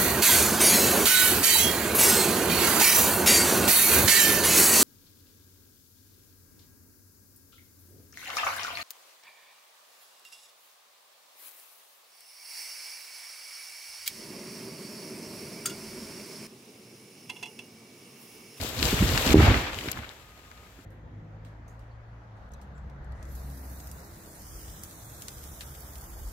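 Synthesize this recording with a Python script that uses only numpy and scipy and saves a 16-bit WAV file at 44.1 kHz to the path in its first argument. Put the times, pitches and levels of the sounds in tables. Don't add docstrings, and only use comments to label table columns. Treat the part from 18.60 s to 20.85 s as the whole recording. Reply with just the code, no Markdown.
import sys
import numpy as np
from scipy import signal
from scipy.fft import rfft, irfft, next_fast_len
from scipy.io import wavfile
from scipy.ndimage import map_coordinates

SR = 44100
rng = np.random.default_rng(int(sys.argv[2]) if len(sys.argv) > 2 else 0)


def int16_out(signal):
    q = np.round(np.clip(np.atleast_2d(signal).T, -1, 1) * 32767)
    wavfile.write(sys.argv[1], SR, q.astype(np.int16))


def gain_from_db(level_db):
    decades = np.asarray(level_db, float) / 20
    return 10 ** decades


N = 99225

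THUD_S = .7447


def unit(x):
    return x / np.sqrt(np.mean(x ** 2) + 1e-20)


def along(points, hz):
    f, v = np.transpose(points)
    return np.interp(np.log(hz + 1), np.log(f + 1), v)


def curves(rows):
    s, *cols = np.transpose(rows)
    return [np.interp(np.arange(N) / SR, s, c) for c in cols]


def wobble(rate):
    knots = rng.standard_normal(int(N * rate / SR) + 4)
    return map_coordinates(knots, [np.arange(N) * rate / SR])


def filtered(x, response):
    m = next_fast_len(N + 8192)
    return irfft(rfft(x, m) * response(np.fft.rfftfreq(m, 1 / SR)), m)[..., :N]


def coloured(noise, spectrum):
    return unit(filtered(noise, lambda hz: gain_from_db(along(spectrum, hz))))


def spread(pair):
    # frequency in Hz, left-right likeness from 0 to 1.
    likeness = [(60, 0.9), (180, 1), (550, 0.88), (1650, 0.028), (4970, 0.17), (15000, 0.72)]

    def mid_side_gains(hz):
        angle = np.arccos(np.clip(along(likeness, hz), -1, 1)) / 2
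        return np.array([np.cos(angle), np.sin(angle)])
    mid, side = filtered(pair, mid_side_gains)
    return np.array([mid + side, mid - side])


def valley():
    # frequency in Hz, level of the distant hush in dB per Hz.
    hush_spectrum = [(20, -26), (40, -3), (65, 4.5), (150, -6), (300, -11.5), (1300, -15.5), (4500, -21.5),
                     (15000, -27)]
    whine_hz, whine_db, on_s, off_s = 1240, -65.5, 1.58, 2.09
    t = np.arange(N) / SR
    hush = coloured(rng.standard_normal((2, N)), hush_spectrum) * gain_from_db(-54 + .5 * wobble(5.77))
    gate = np.clip(np.minimum(t - on_s, off_s - t) / 0.021, 0, 1)
    whine_level = np.sqrt(2) * gain_from_db(whine_db + .6 * wobble(29.0))
    whine = whine_level * gate * np.sin(2 * np.pi * whine_hz * t)
    return spread(hush) + whine


def snaps():
    # start in seconds, peak in dB, pitch in Hz.
    far_twigs = [(.0125, -20.5, 4200), (.0925, -32.5, 4100), (.1785, -27, 3210), (.191, -19.5, 4170),
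                 (.1967, -20, 2950), (.227, -9, 3400), (.253, -11, 4050), (.286, -16, 3470),
                 (.2945, -21, 2200), (.3015, -17, 3010), (.377, -27, 1820), (.39, -18.5, 1850),
                 (.426, -20.5, 1780), (.469, -22, 1810), (.479, -16.5, 3500), (.49, -16, 3500),
                 (.4937, -24.5, 1840), (.535, -16, 3460), (.557, -18, 2150), (.5755, -13.5, 3070),
                 (.594, -21, 1800), (.624, -17, 2800), (.6643, -12, 3630), (.6754, -12, 3000),
                 (.689, -11, 3200), (.704, -14, 3200), (.7283, -14.5, 2440), (.7846, -20, 1680),
                 (.797, -15, 900), (.803, -15.5, 1890), (.8045, -13.5, 760), (.8276, -16.5, 1290),
                 (.866, -15, 800), (.874, -15, 660), (.8959, -19, 1710), (.9075, -18, 1700),
                 (.9414, -16, 1480), (.9543, -20, 1700), (1.0285, -32, 3520), (1.0957, -29, 1710),
                 (1.1215, -29, 1700), (1.1435, -23, 3540), (1.1867, -19, 2970), (1.2095, -23, 2510),
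                 (1.237, -28.5, 2800), (1.2848, -20, 2200), (1.3285, -24, 2900), (1.372, -26.5, 1310),
                 (1.3893, -29, 2000), (1.4313, -31, 1400), (1.4425, -29, 1870), (1.5077, -38, 1500)]
    # start in seconds, peak in dB, pitch in Hz.
    near_twigs = [(.0128, -19, 12500), (.0128, -24, 7500), (.026, -28, 700), (.0343, -18, 13000),
                  (.036, -23, 7500), (.0882, -20, 13000), (.2276, -18, 2200), (.2273, -17, 5500),
                  (.2275, -20, 12500), (.2532, -11, 4300), (.5752, -9, 1700), (.5761, -11, 4300),
                  (.7287, -11, 4800), (.7293, -23, 9000), (1.0218, -30, 8000), (1.143, -32, 6500),
                  (1.187, -29, 7500), (1.2088, -30, 7500), (1.2851, -25, 3800), (1.3153, -14, 7000),
                  (1.3153, -9.5, 13500), (1.3168, -19, 12000), (1.317, -24, 3700), (1.3187, -26, 3700),
                  (1.3186, -14, 12500), (1.491, -28, 3600), (1.4916, -39, 7500), (1.9137, -36, 1250),
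                  (1.9133, -37, 4000), (2.189, -45, 1400), (2.195, -43, 1400)]
    ring_cycles, splinter_cycles = 2.8, 35
    splinter_db, late_s = -8, .0007
    shower_db, shower_t60_s = -28.5, 0.16
    out, t = np.zeros((2, N + 4096)), np.arange(2048) / SR
    for k, (s, db, hz) in enumerate([*far_twigs, *near_twigs]):
        rise = 1 - np.exp(-t * hz)
        phase = np.pi * rng.random() * min(hz / 2000, 1) * np.array([[0], [1]])
        ring = rise * np.sin(2 * np.pi * hz * t + phase) * gain_from_db(-20 * t * hz / ring_cycles)
        band = signal.butter(2, [hz / 1.405, min(hz * 1.44, SR / 2 - 999)], "band", fs=SR)
        splinters = unit(signal.lfilter(*band, rng.standard_normal((2, len(t)))))
        burst = gain_from_db(splinter_db - 60 * t * hz / splinter_cycles)
        shower = (k < len(far_twigs)) * gain_from_db(shower_db - 60 * t / shower_t60_s)
        at = round((s + late_s) * SR)
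        out[:, at:at + len(t)] += gain_from_db(db + 2.5) * (ring + rise * splinters * (burst + shower))
    return out[:, :N]


def ground():
    # time in seconds, shaking of the ground in dB.
    shaking = [(0, -46), (.044, -41), (.15, -42.5), (.244, -29), (.298, -32), (.432, -26), (.57, -31),
               (.7, -25), (.77, -16.5), (.86, -17.5), (.94, -27), (1.212, -44.5), (1.386, -43.5),
               (1.568, -63), (1.6, -56)]
    # frequency in Hz, level of the rumble in dB per Hz.
    rumble_spectrum = [(12, -39), (20, -17), (60, -1.5), (108, -3.5), (192, -15.5), (245, -9.5),
                       (500, -22.5), (650, -69), (1100, -120)]
    shake_db, = curves(shaking)
    fade = np.clip((1.7 - np.arange(N) / SR) / 0.15, 0, 1)
    rumble = coloured(rng.standard_normal((2, N)), rumble_spectrum)
    return gain_from_db(shake_db - 2.5 + 3.0 * wobble(14.26)) * fade * rumble


def crackle(spectrum, grain_db, spread_db, life_s, count):
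    when, luck = rng.random((count, 2)).T
    sizes = gain_from_db(-spread_db * np.log(1 - .98 * luck))
    breaks = np.bincount((when * N).astype(int), sizes, N)
    spiky = unit(signal.lfilter([1], [1, -np.exp(-1 / (life_s * SR))], breaks))
    noise = rng.standard_normal((2, N)) * (1 + gain_from_db(grain_db) * spiky)
    return coloured(noise, spectrum)


def branches():
    # time in seconds, force of the breaking in dB, share hidden by the slope from 0 to 1.
    crash = [(0, -42, 0.09), (.04, -39, 0), (.16, -43, 0.18), (.221, -37.5, 0.18), (.228, -32.5, 0.05),
             (.36, -35.5, 0.24), (.62, -34, 0.3), (.735, -30.5, 0.49), (.76, -31, 0.78), (.89, -30.5, 0.94),
             (.99, -35.5, 0.88), (1.12, -44.5, 0.91), (1.2, -45, 0.28), (1.3, -45, 0.6), (1.4, -48, 0.87),
             (1.52, -54.5, 0.72), (1.66, -61.5, 0.63), (2.25, -66, 1)]
    # frequency in Hz, level in dB per Hz.
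    open_spectrum = [(120, -42), (250, -12), (500, -1.5), (900, -8), (2000, -9), (3500, -4), (6000, -10.5),
                     (15000, -14)]
    # frequency in Hz, level in dB per Hz.
    hidden_spectrum = [(120, -32), (250, -2.5), (500, -2), (900, -1.5), (2400, -1.5), (4000, -8.5),
                       (7000, -21), (15000, -51)]
    force_db, hidden = curves(crash)
    hidden = np.clip(hidden, 0, 1)
    seen = crackle(open_spectrum, grain_db=-13.0, spread_db=-4.0, life_s=0.0037, count=500)
    seen = seen * gain_from_db(0.69 * wobble(23.95))
    behind = crackle(hidden_spectrum, grain_db=-11.5, spread_db=8.5, life_s=0.0057, count=500)
    behind = behind * gain_from_db(0.67 * wobble(18) + 1.0)
    clumping = np.clip((np.arange(N) / SR - 1.15) * 10, 0, 1)
    force_db = force_db + 1.2 * clumping * (wobble(29.84) - .5)
    return gain_from_db(force_db + 5.5) * (np.sqrt(1 - hidden) * seen + np.sqrt(hidden) * behind)


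def wood(x):
    t = np.arange(SR // 4) / SR
    decay = gain_from_db(-60 * t / .13)
    tail = rng.standard_normal((2, len(t))) * decay * (1 - np.exp(-t / 0.0044))
    tail = tail / np.linalg.norm(tail[0])
    return spread(signal.fftconvolve(x[None], tail, axes=1)[:, :N])


def push(s, db, hz, cycles):
    u = (np.arange(N) / SR - s) * hz
    return gain_from_db(db) * np.cos(2 * np.pi * u) * np.exp(-(u / cycles) ** 2)


def trunk():
    # time in seconds, peak in dB, pitch in Hz, signed strength.
    ground_bumps = [(0.049, -25.5, 302, 0.86), (.225, -18, 250, -0.81), (0.238, -22.5, 120, 1),
                    (0.2528, -22.5, 100, 0.92), (.259, -20.5, 89, 0.92), (0.267, -24, 60, -0.92),
                    (0.3304, -14.5, 283, -0.94), (.335, -21, 260, -1), (0.344, -16, 128, 0.67),
                    (.411, -14, 109, 1), (0.4185, -15, 151, -0.95), (0.4266, -7, 210, 0.66),
                    (0.4395, -20, 67, -1.1), (0.4493, -23, 70, 1), (.497, -24, 114, -0.78),
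                    (0.6704, -18, 200, -1.03), (.68, -19.5, 70, 0.93), (0.7, -23, 160, 1),
                    (0.7094, -24, 121, -1.5), (0.7258, -15.5, 80.4, 0.57), (0.762, -9, 120, 1),
                    (0.7726, -11.5, 170, 0.91), (0.7797, -18, 200, 1), (0.7913, -6, 109, 0.97),
                    (.802, -11, 350, 1), (0.8057, -10.5, 332, -1), (0.8218, -22, 200, -0.75),
                    (0.8262, -12.5, 250, -1), (0.8307, -16, 109, 1), (0.8364, -16.5, 90, -1),
                    (0.8431, -17.5, 109, 0.93), (0.8487, -15.5, 130, -0.92), (0.8675, -28, 70, -1.9),
                    (0.877, -20, 60, 1), (0.8882, -11, 70, -1.1), (0.907, -21, 90, -0.77),
                    (0.9127, -17, 108, 0.86), (1.141, -37.5, 62, 1), (1.223, -36.5, 91.5, -0.95),
                    (1.246, -30.5, 328, 0.92), (1.26, -32, 298, -1.4), (1.278, -29, 232, -1.05),
                    (1.286, -31.5, 120, -1.2), (1.293, -34, 136, 1), (1.369, -43, 65, 1),
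                    (2.191, -41.5, 260, -1.1), (2.2, -46, 240, 1)]
    thud_db, thud_hz = 6.5, 306
    lap_s, lap_loss_db, lap_ease, lap_sag = .0129, 6, .72, .99
    edge_db, edge_hz, edge_loss_db = -11, 650, 3
    bumps = sum(sign * push(s, db, hz, cycles=0.44) for s, db, hz, sign in ground_bumps)
    laps = np.zeros(N)
    for k, sway in enumerate(rng.standard_normal(6)):
        s = THUD_S + k * lap_s
        db = thud_db - lap_loss_db * k ** lap_ease
        edge_s = s + 0.00035 * k * sway
        laps -= push(s, db, thud_hz * lap_sag ** k, cycles=0.64)
        laps -= push(edge_s, db + edge_db - edge_loss_db * np.sqrt(k), edge_hz, cycles=0.51)
    boom = push(THUD_S + 4 * lap_s, -15, 1 / lap_s, cycles=1.6)
    return bumps + laps - boom


def scene():
    blows = trunk()
    crown_and_slope = spread(branches() + ground())
    return valley() + snaps() + crown_and_slope + blows + gain_from_db(-13) * wood(blows)


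def ducking():
    depth_db, lead_s, recover_s = -11.5, .0086, .049
    since = np.arange(N) / SR - THUD_S + lead_s
    return gain_from_db(depth_db * np.clip(since / 0.0041, 0, 1) * np.exp(-np.abs(since) / recover_s))


def low_pass(x):
    return signal.sosfilt(signal.butter(12, 16810, fs=SR, output="sos"), x)


def record(dry):
    # frequency in Hz, left port over right in dB.
    port_difference = [(60, -1.5), (130, -1), (290, -1), (640, -2.5), (1410, 0), (3100, 5), (6820, 14),
                       (15000, 27)]
    # frequency in Hz, microphone response in dB.
    mic_response = [(15, -22), (40, 2.5), (6000, 0), (7600, 3.5), (8600, -4), (10000, -3.5), (13500, 2.5),
                    (15500, -5)]
    lag_s, top_hz = -0.000068, 15950

    def ports(hz):
        right = gain_from_db(-along(port_difference, hz))
        lag = np.exp(-1j * np.pi * hz * lag_s)
        even_power = np.sqrt(2 / (1 + right ** 2))
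        return gain_from_db(along(mic_response, hz)) * (hz < top_hz) * even_power * np.array([lag, right / lag])
    mix = filtered(dry * ducking(), ports)
    return low_pass(mix)


dry = scene()
out = record(dry)
int16_out(out)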